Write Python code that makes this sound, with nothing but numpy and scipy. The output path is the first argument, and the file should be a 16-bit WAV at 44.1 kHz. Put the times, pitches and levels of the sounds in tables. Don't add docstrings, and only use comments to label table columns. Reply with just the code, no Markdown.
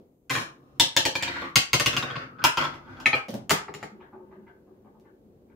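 import sys
import numpy as np
from scipy import signal
from scipy.fft import rfft, irfft, next_fast_len
from scipy.io import wavfile

SR = 44100
rng = np.random.default_rng(int(sys.argv[2]) if len(sys.argv) > 2 else 0)


def store_wav(level_fs):
    pcm = np.round(np.clip(np.atleast_2d(level_fs), -1, 1) * 32767)
    wavfile.write(sys.argv[1], SR, pcm.T.astype(np.int16))


def decibels_to_gain(level_db):
    exponent = np.asarray(level_db, float) / 20
    return 10 ** exponent


N = 245131

# start_s, pace_db
ROLLING = [
    [(0.296, -28), (0.42, -43.5), (0.5, -75.5), (0.598, -83.5), (0.79, -77)],
    [(1.2, -42), (1.3, -36.5), (1.45, -41), (1.5, -63), (1.55, -82.5)],
    [(1.9, -37), (2.21, -40.5), (2.29, -68), (2.382, -68), (2.389, -52.5), (2.403, -53.5), (2.413, -63.5),
     (2.421, -48), (2.44, -50.5)],
    [(2.58, -25.5), (2.65, -43), (2.74, -51), (2.81, -63), (2.9, -55.5), (3.02, -56), (3.05, -65.5)],
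    [(3.14, -22), (3.214, -92), (3.28, -86)],
    [(3.29, -84.5), (3.33, -72.5), (3.345, -54), (3.42, -77.5), (3.49, -105)],
    [(3.52, -28), (3.66, -70.5), (3.86, -48.5)],
]
# blow_thud_db, blow_body_db, blow_tick_db, roll_thud_db, roll_body_db, roll_tick_db
ANSWER = [
    (-23.5, -8, -3.5, 6, 2.5, -1),
    (-21, -9.5, -5.5, 6.5, -6, -15),
    (-20.5, -4, -4, 4.5, 0, -21.5),
    (-20.5, 0.5, -2.5, 8.5, 3, -13.5),
    (-26.5, -12, -34, -16.5, -5.5, -10),
    (-3.5, 2, -10, 19.5, 5.5, -16),
    (-15.5, -1, -12, 1, -1, -14),
    (-19.5, -8.5, -20, 2.5, 5.5, -9),
]
# pitch_hz, width_hz, level_db
SEAT = [(104.2, 24, -6), (129, 26, 1), (247.4, 30, 2.5), (351, 45, -1.5)]
# pitch_hz, level_db (per Hz)
CRACK = [(1760, -7.5), (3000, -3), (4980, -11.5), (5620, -8), (7320, -20.5), (10500, -24), (15500, -22),
         (16500, -38)]
WOOD_BANDS_HZ = [0, 450, 1500, 4500, 20000]
PLASTIC_BANDS_HZ = [0, 290, 600, 1500, 20000]


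def evened(x):
    return x / np.sqrt(np.mean(x ** 2) + 1e-20)


def read(points, hz):
    f, value = np.transpose(points)
    return np.interp(np.log(hz + 1), np.log(f + 1), value)


def add(mix, s, sound):
    part = mix[round(s * SR):][:len(sound)]
    part += sound[:len(part)]


def top_ramp():
    # start_s, strength_db, hardness_db, loudest_hz
    top_knocks = [
        (0.2965, -29, 2, 1580),
        (0.3012, -16.5, -2, 2010),
        (0.3088, -20.5, -0.5, 1060),
        (0.3527, -15, -2.5, 1880),
        (0.3769, -25, -8.5, 1070),
    ]
    # pitch_hz, width_hz, level_db
    top_modes = [(520, 100, 4.5), (850, 90, 1), (1060, 54, 10.5), (1618, 120, 6.5), (1785, 59, 2.5),
                 (2376, 63, 6), (3236, 60, -2), (4252, 87, -7), (7140, 110, -4.5)]
    return struck_part(0, top_knocks, top_modes + SEAT, hard=.99)


def second_ramp():
    # start_s, strength_db, hardness_db, loudest_hz
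    second_knocks = [
        (0.798, -4, 1.5, 3592),
        (0.9652, -6, 1.5, 3510),
        (1.053, -10, 1, 905),
        (1.1535, -14, 0, 2410),
        (1.225, -16, 0.5, 2330),
        (1.2776, -19, -2.5, 2420),
        (1.3607, -26, -5.5, 1570),
        (1.4196, -29, -10.5, 1160),
    ]
    # pitch_hz, width_hz, level_db
    second_modes = [(521, 50, 2), (940, 55, 6), (1725, 140, 6), (2370, 220, 8.5), (2006, 69, -6.5),
                    (3260, 81, 0.5), (4150, 45, -8), (4280, 220, 2.5), (5050, 150, 3), (3586, 83, 0),
                    (7050, 90, -3), (7700, 79, -1.5)]
    return struck_part(1, second_knocks, second_modes + SEAT, hard=.99)


def third_ramp():
    # start_s, strength_db, hardness_db, loudest_hz
    third_knocks = [(1.557, -6, 1.5, 2150), (1.7318, -7.5, 1.5, 2150), (1.7982, -13, 1.5, 1220),
                    (1.8602, -9.5, 1, 2980), (1.931, -23, 0, 2640), (1.966, -14, 0, 2690),
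                    (2.0257, -18.5, -2, 3665), (2.103, -25.5, -5, 3290), (2.156, -24.5, -5.5, 1180),
                    (2.386, -44.5, -9, 1350), (2.4195, -33, -7.5, 1500)]
    # pitch_hz, width_hz, level_db
    third_modes = [(550, 36.7, -5), (679.5, 42, -12.5), (1091, 53, 8.5), (1420, 44.5, 3.5),
                   (1823, 22, -6.5), (2150, 120, -0.5), (2716, 1000, 15.5), (3480, 30, -8), (4521, 100, -1),
                   (4920, 31, -8.5), (5300, 110, -25.5), (6370, 32.2, -6), (7320, 32, -7)]
    return struck_part(2, third_knocks, third_modes + SEAT, hard=.99)


def low_ramp():
    # start_s, strength_db, hardness_db, loudest_hz
    low_knocks = [
        (2.4401, -7.5, 0.5, 931),
        (2.5725, -14.5, -0.5, 931),
        (2.6131, -21, -2, 1430),
        (2.6396, -20, -2.5, 1308),
        (2.74, -40.5, -0.5, 880),
        (2.8677, -50, -4.5, 1516),
        (2.9694, -47, -2.5, 1430),
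        (3.0007, -41, 1.5, 794),
    ]
    # pitch_hz, width_hz, level_db
    low_modes = [(545, 39, -5.5), (931, 28, 7), (1067, 46, 10), (1185, 80, 9), (1360, 13, 4.5),
                 (1900, 17, -13.5), (2370, 54, -6), (3250, 110, 1), (3885, 180, -30), (4897, 49, -44.5),
                 (5000, 30, 3), (5833, 85, -0.5), (7020, 21, -3.5)]
    return struck_part(3, low_knocks, low_modes + SEAT, hard=.99)


def end_stop():
    # start_s, strength_db, hardness_db, loudest_hz
    stop_knocks = [
        (3.0583, -3, 5, 2370),
        (3.1304, -11.5, -10, 2370),
    ]
    # pitch_hz, width_hz, level_db
    stop_modes = [(830, 57, 6.5), (1250, 16, -2), (1430, 26, -13.5), (1815, 82.2, 2), (2320, 30, 8),
                  (2358, 75, 5), (2470, 54, 4.5), (3240, 260, -2.5), (3520, 59, -23.5), (3954, 77, -5.5),
                  (5630, 57, -38.5), (6900, 22.8, -26)]
    return struck_part(4, stop_knocks, stop_modes + SEAT, hard=.92)


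def ledge():
    # start_s, strength_db, hardness_db, loudest_hz
    ledge_knocks = [
        (3.2842, -34, 3, 150),
        (3.337, -33.5, -1, 180),
    ]
    # pitch_hz, width_hz, level_db
    ledge_modes = [(130, 61, -7), (209, 42, 2.5), (323, 220, -4.5), (520, 100, -11.5), (760, 151, 18.5),
                   (970, 72, -10), (1400, 170, 7), (2150, 300, 3)]
    return struck_part(5, ledge_knocks, ledge_modes, hard=.99, bands_hz=PLASTIC_BANDS_HZ)


def funnel_drop():
    # start_s, strength_db, hardness_db, loudest_hz
    drop_knocks = [
        (3.495, -18, 4.8, 2747),
        (3.507, -8, 1.4, 1747),
    ]
    # start_s, strength_db, hardness_db, loudest_hz
    wall_knocks = [
        (3.6821, -31, -5, 820),
        (3.74, -27.5, 2.5, 736),
        (3.8285, -25.5, 0.5, 2080),
    ]
    # pitch_hz, width_hz, level_db
    drop_modes = [(128.4, 160, -5.5), (201, 24, 5), (315, 117, 12), (410, 22, 5.5), (675, 130, 9),
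                  (870, 42, 2.5), (1180, 210, 13), (1500, 29, -13), (1850, 60, -13.5), (2000, 410, 20),
                  (2780, 130, 1.5), (5400, 240, -37), (6910, 160, 4)]
    return struck_part(6, drop_knocks + wall_knocks, drop_modes, hard=.99)


def funnel_circling():
    # start_s, strength_db, hardness_db, loudest_hz
    bumps = [(4.003, -42, 5, 1180), (4.039, -54, 5.5, 2600), (4.125, -37.5, 0.5, 798),
             (4.19, -47.5, -10.5, 356), (4.31, -45, 3.5, 921), (4.467, -46.5, 6.5, 2150),
             (4.67, -55, -13, 735), (4.845, -48, 2.5, 764), (4.941, -53, -1, 786), (5.049, -54.5, 6, 2000),
             (5.487, -61, 6.5, 853)]
    # start_s, pace_db
    circling = [(3.86, -88), (3.95, -64), (4.03, -68), (4.1, -85), (4.15, -76), (4.28, -69), (4.4, -69),
                (4.5, -73), (4.62, -80), (4.75, -71.5), (4.9, -89.5), (5.0, -75.5), (5.1, -75), (5.2, -98),
                (5.28, -86), (5.45, -91), (5.5, -72.5), (5.559, -71)]
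    # pitch_hz, width_hz, level_db
    funnel_modes = [(217.4, 5, 10.5), (217.8, 14, 16), (366, 41, 13.5), (531, 53, 8), (867, 65, 10),
                    (1020, 290, 20), (1244, 117, 9), (1500, 170, 9), (1980, 510, -10), (2330, 500, 9),
                    (2960, 310, -24)]
    # top_s, then thud_db, body_db, ring_db, tick_db
    plastic_settle = (0.018, -5, 6, 12, 12)
    answer_db = ANSWER[7]
    near, far = knocks(bumps, funnel_modes, PLASTIC_BANDS_HZ, answer_db[:3], plastic_settle, dull_db=12.0, hard=0)
    rolling = roll(circling, funnel_modes, PLASTIC_BANDS_HZ, answer_db[3:], minor_db=-0.5, hard=0, boom_db=6)
    return near, far, rolling


def struck_part(part, rows, modes, hard, bands_hz=WOOD_BANDS_HZ):
    # top_s, then thud_db, body_db, ring_db, tick_db
    wood_settle = (0.006, -10, 3, 4, -6)
    answer_db = ANSWER[part]
    near, far = knocks(rows, modes, bands_hz, answer_db[:3], wood_settle, dull_db=-1.6, hard=hard)
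    rolling = roll(ROLLING[part], modes, bands_hz, answer_db[3:], minor_db=8.0, hard=1)
    return near, far, rolling


def knocks(rows, modes, edges_hz, answer_db, settle, dull_db, hard):
    # thud_db, body_db, tick_db
    hardness_gain = (-0.67, -0.96, 3.32)
    near, far = np.zeros((2, N))
    top_s, *after_db = settle
    for s, ring_db, hardness_db, hz in rows:
        softer_db = dull_db + 0.059 * max(-ring_db - 29.5, 0)
        favoured = (hz, 55 + 150 * (1 - hard) * (hz > 1000), 4)
        bands = rings(modes + [favoured], edges_hz, scatter_db=2.5, detune=0.023,
                      minor_db=7, dull_db=softer_db, hard=hard)
        thud_db, body_db, tick_db = np.add(answer_db, np.multiply(hardness_gain, hardness_db))
        gains = decibels_to_gain(ring_db + np.array([thud_db, body_db, 0, tick_db]))
        straight, spread = gains @ shudder(bands, top_s, after_db)
        add(near, s, straight)
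        add(far, s, gains @ bands[1] if round(hard) else spread)
    return near, far


def roll(rows, modes, edges_hz, answer_db, minor_db, hard, boom_db=0):
    # start_s, pitch_hz, level_db
    glide = [(0.3, 1710, -3), (0.4, 1890, -12.5), (0.47, 1160, 5), (0.79, 1200, -1.5), (1.219, 2450, 8),
             (1.31, 2160, -19), (1.362, 1530, -0.5), (1.41, 1470, 0), (1.43, 1150, 7), (1.55, 1140, -16),
             (1.95, 1420, -9.5), (2.25, 1300, -2), (2.385, 1250, 11.5), (2.405, 1450, 13.5),
             (2.421, 1450, 9), (2.44, 1550, 7.5), (2.62, 1430, 4.5), (2.75, 1187, -16.5), (2.87, 1484, 3),
             (3.05, 1450, 2)]
    brisk_db, contacts_per_s = -52, 90
    s, pace_db = np.transpose(rows)
    t = np.arange(s[0], s[-1], 1 / SR)
    patter, touches = np.zeros((4, len(t))), 0
    for spot in range(5):
        sizes = decibels_to_gain(1.8 * np.minimum(rng.exponential(1, len(t)), 4.5))
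        contacts = sizes * (rng.random(len(t)) < contacts_per_s / SR)
        contact = rings(modes, edges_hz, scatter_db=3, detune=.035, minor_db=minor_db, dull_db=6, hard=hard)[1]
        patter += signal.oaconvolve(contacts[None], contact, axes=1)[:, :len(t)]
        touches = touches + contacts * (-1) ** spot
    at_s, hz, glide_db = np.transpose(glide)
    tone = evened(resonate(touches, np.interp(t, at_s, hz), width_hz=280))
    tone *= decibels_to_gain(np.interp(t, at_s, glide_db, right=-60))
    thud_db, body_db, tick_db = answer_db
    boom = boom_db * np.cos(2 * np.pi * (t - 4.39) / 0.47)
    faster_db = np.interp(t, s, pace_db) - brisk_db
    levels_db = (thud_db + boom, body_db, 0, tick_db)
    pace_shares = (0.39, 0.61, 1.0, 1)
    sound = decibels_to_gain(brisk_db + 0.76 * faster_db) * tone
    for db, share, band in zip(levels_db, pace_shares, patter):
        sound += decibels_to_gain(brisk_db + db + share * faster_db) * evened(band)
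    fades = signal.windows.tukey(len(t), min(0.0097 / (s[-1] - s[0]), 1))
    out = np.zeros(N)
    add(out, s[0], decibels_to_gain(-10.5) * sound * fades)
    return out


def rings(modes, edges_hz, scatter_db, detune, minor_db, dull_db, hard):
    size = 3600
    t = np.arange(size) / SR
    minor = [(hz, 0.3 * hz, minor_db) for hz in np.geomspace(150, 9000, 36)]
    hz, width, db = np.transpose(list(modes) + minor)[:, :, None]
    number = np.arange(len(hz))
    a, b = rng.standard_normal((len(hz), 2, 1)).transpose(1, 0, 2)
    steady = (number[:, None] >= len(modes)) | (hz < 450)
    db = db + scatter_db * np.where(steady, .3, 1) * a
    db = db - dull_db * np.log2(1 + hz / 700)
    decay = np.exp(-np.pi * (0.94 * np.clip(width, 10, 3000) + 0.0045 * hz) * t)
    onset = 1 - np.exp(-t / (0.00019 + 0.0038 * (1 - hard)))
    swing = decibels_to_gain(db) * decay * onset * np.sin(2 * np.pi * (hz * (1 + detune * b) * t + number[:, None] / 2))
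    band = np.searchsorted(edges_hz, hz[:, 0]) - 1 == np.arange(4)[:, None]
    beams = (number < len(modes)) * (hz[:, 0] > 450)
    bands = np.array([band, band * decibels_to_gain(-14 * beams)]) @ swing
    hz = np.fft.rfftfreq(size, 1 / SR)
    crack_spectrum = decibels_to_gain(read(CRACK, hz)) * (hz > 2500)
    crack = irfft(rfft(rng.standard_normal(size)) * crack_spectrum)
    crack = evened(crack) * np.exp(-t / 0.0021)
    snap = np.roll(irfft(crack_spectrum), 40)
    snap *= np.linalg.norm(crack) / np.linalg.norm(snap) * np.exp(-t / 0.0033)
    noise = 0.41 * hard * np.array([crack, 0.86 * snap])
    bands[:, 3] = 0.49 * bands[:, 3] / abs(bands[0, 3]).max() + noise
    return bands / abs(bands[0]).max(1, keepdims=True)


def shudder(bands, top_s, after_db):
    u = np.arange(2400) / SR / top_s
    touches = rng.standard_normal(2400) * (rng.random(2400) < 1200 / SR) * np.sqrt(u) * np.exp(-u)
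    touches = np.outer(decibels_to_gain(after_db), touches / np.linalg.norm(touches))
    touches[:, 0] = 1
    shaken = signal.fftconvolve(bands, touches[None], axes=2)
    return shaken * (np.linalg.norm(bands, axis=2) / np.linalg.norm(shaken, axis=2))[..., None]


def resonate(x, hz, width_hz):
    turn = np.exp(2j * np.pi * np.cumsum(hz) / SR)
    r = np.exp(-np.pi * width_hz / SR)
    return (turn * signal.lfilter([1], np.convolve([1, -r], [1, -r]), x / turn + 1e-18)).real


def clicks():
    # start_s, peak_db
    edge_hits = [(0.312, -19.5), (0.3555, -24), (0.3772, -31), (1.391, -60), (1.4189, -40.5), (1.4923, -48),
                 (1.5615, -8), (2.4408, -2.5), (3.2927, -41.5), (3.3063, -31), (3.342, -26.5), (3.5086, -3),
                 (4.999, -53)]
    hz = np.fft.rfftfreq(256, 1 / SR)
    step = irfft(1j * hz / (hz + 1489) * decibels_to_gain(0.5 * read(CRACK, hz)))
    click = np.roll(step, 128) * np.hanning(256)
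    out = np.zeros(N)
    for s, db in edge_hits:
        add(out, s - 128 / SR, decibels_to_gain(db) * click / abs(click).max())
    return out, decibels_to_gain(-7) * out, 0


def room(x):
    # pitch_hz, t60_s
    decay_times = [(100, 0.16), (300, 0.15), (1000, 0.34), (3000, 0.26), (8000, 0.24), (15000, 0.14)]
    tail = paired(200, 256, lambda hz, t: decibels_to_gain(-60 * t / read(decay_times, hz)))
    tail *= np.clip(np.arange(tail.shape[1]) / SR / 0.0047 - .3, 0, 1)
    tail /= np.sqrt((tail ** 2).sum(1).mean())
    walls = rng.integers(80, 600, 5) + rng.integers(-12, 13, (2, 5))
    tail[[[0], [1]], walls] += .09 * rng.choice([-1., 1.], 5)
    first, last = np.flatnonzero(x)[[0, -1]]
    wet = signal.oaconvolve(x[None, first:last], tail, axes=1)[:, :N - first]
    return np.pad(wet, ((0, 0), (first, N - first - wet.shape[1])))


def hum():
    # pitch_hz, level_db (per Hz)
    house = [(15, -25), (25, 4), (165, 3), (306, 5), (484, 1), (898, -14), (1620, -27), (2570, -30),
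             (4640, -33), (9350, -41), (11900, -36), (15600, -35)]
    # start_s, level_db
    swell = [(0, 3.5), (.06, -3.5), (.2, -9.5), (.4, -2.5), (5.56, -2.5)]
    noise = paired(N // 256 + 5, 1024,
                   lambda hz, t: decibels_to_gain(read(house, hz) + np.interp(t, *np.transpose(swell)) * (hz < 6000)))
    return decibels_to_gain(-58) * evened(noise[:, :N])


def paired(frames, size, magnitude):
    # pitch_hz, left-right likeness (-1 to 1)
    likeness = [(100, .98), (420, .9), (650, .2), (1000, -.25), (6000, -.25), (12000, .1)]
    hz = np.fft.rfftfreq(size, 1 / SR)[:, None]
    a, b, c, d = rng.standard_normal((frames, len(hz), 4)).T
    same = np.clip(read(likeness, hz), -1, 1)
    left = a + 1j * b
    right = same * left + np.sqrt(1 - same ** 2) * (c + 1j * d)
    t = np.arange(frames) * size / 4 / SR
    z = np.array([left, right]) * magnitude(hz, t)
    return signal.istft(z, nperseg=size, noverlap=3 * size // 4)[1]


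def scene():
    sources = [top_ramp(), second_ramp(), third_ramp(), low_ramp(), end_stop(), ledge(),
               funnel_drop(), funnel_circling(), clicks()]
    mix = hum()
    for near, far, rolling in sources:
        mix = mix + near + rolling + decibels_to_gain(10) * room(far + rolling)
    return mix


def band_limit(x):
    return signal.sosfilt(signal.butter(12, 16980, fs=SR, output="sos"), x)


def record(dry):
    # pitch_hz, left-right_db
    balance = [(60, 5.5), (180, 0.5), (550, 1), (1650, 1.5), (4970, 2), (15000, -1)]
    ceiling = 1.3
    size = next_fast_len(N)
    hz = np.fft.rfftfreq(size, 1 / SR)
    top_cut_db = 28 * np.clip((hz - 15750) / 250 + .5, 0, 1)
    bass_cut = np.sqrt(1 + (60 / (hz + 1)) ** 4)
    response = decibels_to_gain(np.outer([.5, -.5], read(balance, hz)) - top_cut_db) / bass_cut
    bent = ceiling * np.tanh(dry / ceiling)
    mix = irfft(rfft(bent, size) * response, size)[:, :N]
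    return band_limit(mix)


dry = scene()
out = record(dry)
store_wav(out)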